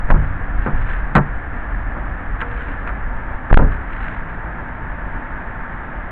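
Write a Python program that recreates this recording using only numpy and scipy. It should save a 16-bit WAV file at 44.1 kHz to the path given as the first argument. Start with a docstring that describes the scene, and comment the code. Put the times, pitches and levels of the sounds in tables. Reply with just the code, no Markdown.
"""On a driveway a pickup's rear door thuds shut, the front handle is gripped and its latch snaps open.
Someone climbs in and slams the door, whose push of air overloads a dull little microphone; the door shudders to rest.
Blows are decaying door modes, rattle and crack noise; the cab's air and body swing as low damped sines.
Shoes scuff the paving as swells of noise, over a steady hiss, faint wavering tones and a breeze that slowly eases."""
import sys
import numpy as np
from scipy import signal
from scipy.fft import rfft, irfft, next_fast_len
from scipy.io import wavfile
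from scipy.ndimage import uniform_filter1d

SR = 44100
rng = np.random.default_rng(int(sys.argv[2]) if len(sys.argv) > 2 else 0)


def store_pcm(level_fs):
    """Save levels as 16-bit WAV."""
    pcm = np.round(np.clip(level_fs, -1, 1) * 32767).astype(np.int16)
    wavfile.write(sys.argv[1], SR, np.atleast_2d(pcm).T)


N = 269451  # samples

# Modes of the struck door. Each row: frequency in Hz, relative level in dB, T60 in seconds.
DOOR_MODES = [(145.8, 2, 0.31), (200.3, -4.5, .24), (285, -15, 0.37), (342, -7, 0.062), (432, -15, 0.42),
              (569, 0, 0.076), (617, -5.5, .1), (876, -4.5, 0.21), (1023, -9.5, 0.19), (1047, -10, .14),
              (1230, -7.5, 0.11), (1344, -0.5, 0.2), (1612, 2.5, 0.092), (1610, -20, 0.093),
              (1950, -11.5, 0.074), (2536, -30, 0.09)]
# Rattle spectrum of latch and trim. Each row: frequency in Hz, relative density in dB per Hz.
RATTLE_SPECTRUM = [(60, -13), (150, 2.5), (390, -8.5), (900, -3), (1500, 0.5), (2100, -9.5), (3000, -18.5),
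                   (4000, -31.5), (5200, -47.5), (7500, -34.5), (9500, -68)]
# Decay of that rattle, before each blow scales it. Each row: frequency in Hz, T60 in seconds.
RATTLE_DECAY = [(150, .2), (800, 0.13), (1600, 0.092), (3000, 0.039), (7000, .04)]
# Crack spectrum of steel on steel. Each row: frequency in Hz, relative density in dB per Hz.
CRACK_SPECTRUM = [(200, -26), (1000, 5), (1800, -2.5), (3000, -30), (4000, 1.5), (5200, -5), (7000, -5.5),
                  (8500, -36.5), (10000, -40.5)]

# A shutting door hits the latch's two notches, and rebounds if slammed. Each row: start in seconds, level in dB.
LATCH_STRIKES = [(0.102, -8.5), (0.11, -9), (3.524, 1), (3.542, -3), (3.573, -3)]
# After the slam the door shudders in evenly spaced, ever weaker blows.
SHUDDER_S, SHUDDER_GAP_S, SHUDDER_DB, SHUDDER_FALL_DB_PER_S = 3.592, 0.012, -16, 230

# A moving door pushes on the cab's air. 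Each row: start in seconds, level in dB, frequency in Hz, T60 in seconds.
AIR_PUSHES = [(0.104, 2, 25.9, 0.56), (0.731, -6, 23.3, 0.53), (3.513, 18, 32.3, 0.19),
              (3.553, 25, 25, 0.1064)]
# Swing of cab and roof after each push. Each row: frequency in Hz, relative level in dB, T60 in seconds.
CAB_MODES = [(28.27, -6, 0.4), (55.2, -13.5, 0.4), (91.9, -19, 0.8)]
CAB_LAG_S, CAB_FULL_DB = 0.06, 2.5  # the swing's delay, and the push beyond which it grows no further

# The pulled handle snaps the latch open. Each row: start in seconds, level in dB.
LATCH_CLACKS = [(1.152, -1), (1.1587, -2.5), (1.165, -8.5), (1.178, -12)]
CRACK_DB, CRACK_PER_DB = 15, 1.2  # crack of a 0 dB clack; softer clacks lose it faster than their body

# Soft blows on a door panel from a seal, a hand or a knee.
# Each row: start in seconds, level in dB, panel boom in dB.
PANEL_THUMPS = [(0.086, -25, 14), (0.141, -19.5, 13), (0.662, -14.5, 1), (1.965, -27.5, -1),
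                (3.502, -18, -7)]
# Small fittings click as the cab is boarded. Each row: start in seconds, level in dB, brightness in dB per octave.
FITTING_TICKS = [(2.404, -26, 13), (2.413, -20.5, 13), (2.418, -18.5, 2.5), (2.874, -21, 8),
                 (2.889, -21, 4)]

# Scuffs of shoes and clothes.
# Each row: middle in seconds, seconds from there to a fall of e squared, level in dB.
SCUFF_STROKES = [(0.244, 0.12, -39), (0.648, 0.085, -32.5), (0.79, 0.07, -35.5), (0.916, 0.11, -31),
                 (2.608, 0.23, -32.5), (3.731, 0.034, -33.5), (4.02, 0.15, -31), (4.144, 0.046, -36.5),
                 (4.32, 0.06, -39)]
# Friction spectrum of the scuffs. Each row: frequency in Hz, relative density in dB per Hz.
SCUFF_SPECTRUM = [(300, -21.5), (900, -14.5), (1600, 4), (2700, -7.5), (3800, -14.5), (5000, -22.5),
                  (7500, -21), (9500, -48.5)]

# Outdoor hiss spectrum. 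Each row: frequency in Hz, relative density in dB per Hz.
HISS_SPECTRUM = [(60, 1), (130, 0), (250, -0.5), (420, -9), (700, -4), (1150, -3.5), (1520, -1), (1710, 3),
                 (1880, -3.5), (2750, -18.5), (3600, -23.5), (4700, -37.5), (7800, -31), (9500, -63.5)]
HISS_DB = -29
# Breeze spectrum at the microphone. Each row: frequency in Hz, relative density in dB per Hz.
BREEZE_SPECTRUM = [(8, -3), (20, 0), (35, -1.5), (50, -1.5), (75, -14.5), (110, -14), (180, -33),
                   (400, -49.5), (1000, -92.5)]
BREEZE_DB, BREEZE_EASE_DB_PER_S = -19, 1.67  # level at the start, and its steady fall
# Faint machine hum. Each row: mean frequency in Hz, level in dB, start in seconds, end in seconds.
HUM_TONES = [(901, -44, 3, 6.3), (164.8, -45.5, 3.5, 6.3), (247.4, -50, 3, 4.8), (282.5, -47.5, 0, 3.1)]

CEILING = 0.705  # amplitude at which the input clips
EDGE_HZ = 15700  # upper band limit


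def amp(db):
    """Decibel law: 20 dB is a tenfold amplitude."""
    return 10 ** (np.asarray(db) / 20)


def unit(x):
    """Normalisation of a signal to rms 1."""
    return x / np.sqrt(np.mean(x ** 2) + 1e-20)


def read(points, hz):
    """Linear interpolation of a curve on a log-frequency axis."""
    f, value = np.transpose(points)
    return np.interp(np.log(hz + 1), np.log(f + 1), value)


def add(mix, s, sound):
    """Superposition: a sound is summed into the mix from time s."""
    part = mix[max(round(s * SR), 0):][:len(sound)]
    part += sound[:len(part)]


def noise(colour, count=N):
    """Spectral shaping: white noise is weighted by the given spectrum and brought to rms 1."""
    size = next_fast_len(count)
    hz = np.fft.rfftfreq(size, 1 / SR)
    white = rfft(rng.standard_normal(size))
    return unit(irfft(white * amp(read(colour, hz)), size)[:count])


def drift(rate):
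    """Random modulation: Gaussian low-pass noise of rms 1, changing about rate times a second."""
    size = next_fast_len(N)
    hz = np.fft.rfftfreq(size, 1 / SR)
    white = rfft(rng.standard_normal(size))
    return unit(irfft(white * np.exp(-(hz / rate) ** 2), size)[:N])


def knock(boom_db, boom_hz, tilt_db, decay, crack_db, ring_db=-14, rattle_db=-1, boom_octaves=0.59, crack_t60=0.011):
    """Impact excitation: a brief crack, then the door's modes ring and loose parts rattle, the treble dying first."""
    t = np.arange(SR // 2) / SR

    def colour(f):
        """Contact hardness tilts the spectrum; the struck panel shapes one region."""
        tilt = tilt_db * np.log2(np.clip(f, 400, 4000) / 1200)
        boom = boom_db * np.exp(-(np.log2((f + 1) / boom_hz) / boom_octaves) ** 2)
        return tilt + boom

    ring = np.zeros(len(t))
    for f, db, t60 in DOOR_MODES:
        envelope = amp(db + colour(f) - 60 * t / (t60 * decay))
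        ring += envelope * np.sin(2 * np.pi * (f * t + rng.random()))

    # the rattle decays at its own rate in each frequency band
    hz, age, bands = signal.stft(noise(RATTLE_SPECTRUM, len(t)), SR, nperseg=512)
    hz = hz[:, None]
    band_gain = amp(colour(hz) - 60 * age / (read(RATTLE_DECAY, hz) * decay))
    rattle = signal.istft(bands * band_gain, SR, nperseg=512)[1][:len(t)]

    crack = noise(CRACK_SPECTRUM, len(t)) * amp(crack_db - 60 * t / crack_t60)
    onset = 1 - np.exp(-(t / 0.0008) ** 2)
    return (amp(ring_db) * ring + amp(rattle_db) * rattle + crack) * onset


def push(hz, t60):
    """Damped oscillation: a low swing starts from rest and dies away exponentially."""
    t = np.arange(SR) / SR
    onset = 1 - np.exp(-t / 0.0016)
    return amp(-60 * t / t60) * np.sin(2 * np.pi * hz * t) * onset


def truck():
    """Superposition of all the blows and air pushes."""
    return slam() + cab() + latches() + panels() + fittings()


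def slam(count=5):
    """Repeated impact: doors strike their latches hard and short; after the slam a hollow shudder dies away."""
    out = np.zeros(N)
    for s, db in LATCH_STRIKES:
        strike = knock(boom_db=3.0, boom_hz=620, tilt_db=-2.0, decay=0.6, crack_db=1.5)
        add(out, s, amp(db) * strike)
    for age in SHUDDER_GAP_S * np.arange(count):
        blow = knock(boom_db=9.5, boom_hz=344, tilt_db=-5, decay=1.0, crack_db=-3.5)
        add(out, SHUDDER_S + age, amp(SHUDDER_DB - SHUDDER_FALL_DB_PER_S * age) * blow)
    return out


def cab():
    """Cavity and body resonance: each push of air is followed by a limited swing of cab and roof."""
    out = np.zeros(N)
    swing = sum(amp(db) * push(hz, t60) for hz, db, t60 in CAB_MODES)
    for s, db, hz, t60 in AIR_PUSHES:
        add(out, s, amp(db) * push(hz, t60))
        add(out, s + CAB_LAG_S, amp(min(db, CAB_FULL_DB)) * swing)
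    return out


def latches():
    """Level-dependent impact of steel: the harder the blow, the more of it is crack."""
    out = np.zeros(N)
    for s, db in LATCH_CLACKS:
        crack_db = CRACK_DB + CRACK_PER_DB * db
        clack = knock(boom_db=4, boom_hz=172, tilt_db=1.0, decay=0.93, crack_db=crack_db)
        add(out, s, amp(db) * clack)
    return out


def panels():
    """Soft contact excites mostly low modes: dull thumps leave the door ringing."""
    out = np.zeros(N)
    for s, db, boom_db in PANEL_THUMPS:
        thump = knock(boom_db, boom_hz=145, tilt_db=-2.5, decay=1.58, crack_db=-11)
        add(out, s, amp(db) * thump)
    return out


def fittings(steel_s=2.416, steel_hz=478, steel_db=-34, steel_t60=1.6):
    """Light impact gives thin clicks; one lightly damped steel part sings as the cab takes a person's weight."""
    out, t = np.zeros(N), np.arange(SR) / SR
    for s, db, tilt_db in FITTING_TICKS:
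        tick = knock(boom_db=-13.5, boom_hz=200, tilt_db=tilt_db, decay=1.0, crack_db=-6)
        add(out, s, amp(db) * tick)
    add(out, steel_s, amp(steel_db - 60 * t / steel_t60) * np.sin(2 * np.pi * steel_hz * t))
    return out


def scuffs(grain_db=4, shuffle_db=-55, restless_db=3):
    """Friction noise: short gritty swells over a faint, restless shuffling."""
    t = np.arange(N) / SR
    stroke = amp(shuffle_db + restless_db * drift(7))
    for s, length, db in SCUFF_STROKES:
        stroke += amp(db) * np.exp(-2 * ((t - s) / length) ** 2)
    grit = unit(noise(SCUFF_SPECTRUM) * amp(grain_db * drift(130)))
    return stroke * grit


def outdoors(flutter_db=0.41, gust_db=1.5):
    """Broadband ambient noise: a steady hiss, and a lumpy breeze on the microphone that slowly eases."""
    hiss = amp(HISS_DB) * noise(HISS_SPECTRUM) * amp(flutter_db * drift(11))
    breeze_level = amp(BREEZE_DB - BREEZE_EASE_DB_PER_S * np.arange(N) / SR)
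    breeze = unit(noise(BREEZE_SPECTRUM) * amp(gust_db * drift(12)))
    return hiss + breeze_level * breeze


def hum(waver_hz=4, waver_db=1, fade_s=0.13):
    """Frequency and amplitude modulation: thin tones waver, and fade in and out."""
    t, out = np.arange(N) / SR, np.zeros(N)
    for hz, db, start, end in HUM_TONES:
        cycles = np.cumsum(hz + waver_hz * drift(12)) / SR
        tone = unit(np.sin(2 * np.pi * cycles) * amp(waver_db * drift(13)))
        fade = np.clip(np.minimum(t - start, end - t) / fade_s, 0, 1)
        out += amp(db) * tone * fade
    return out


def scene():
    """Superposition of everything that reaches the microphone."""
    return (truck() + scuffs() + outdoors() + hum())[None]


def record(dry):
    """Saturation blanks the clatter at each clipped crest; two running means dull it; then the band limit."""
    clipped = np.clip(dry, -CEILING, CEILING)
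    dull = uniform_filter1d(uniform_filter1d(clipped, size=8), size=8)  # size in samples
    low_pass = signal.firwin(255, EDGE_HZ, window=("kaiser", 9), fs=SR)
    return signal.oaconvolve(dull, low_pass[None], "same")


dry = scene()
out = record(dry)
store_pcm(out)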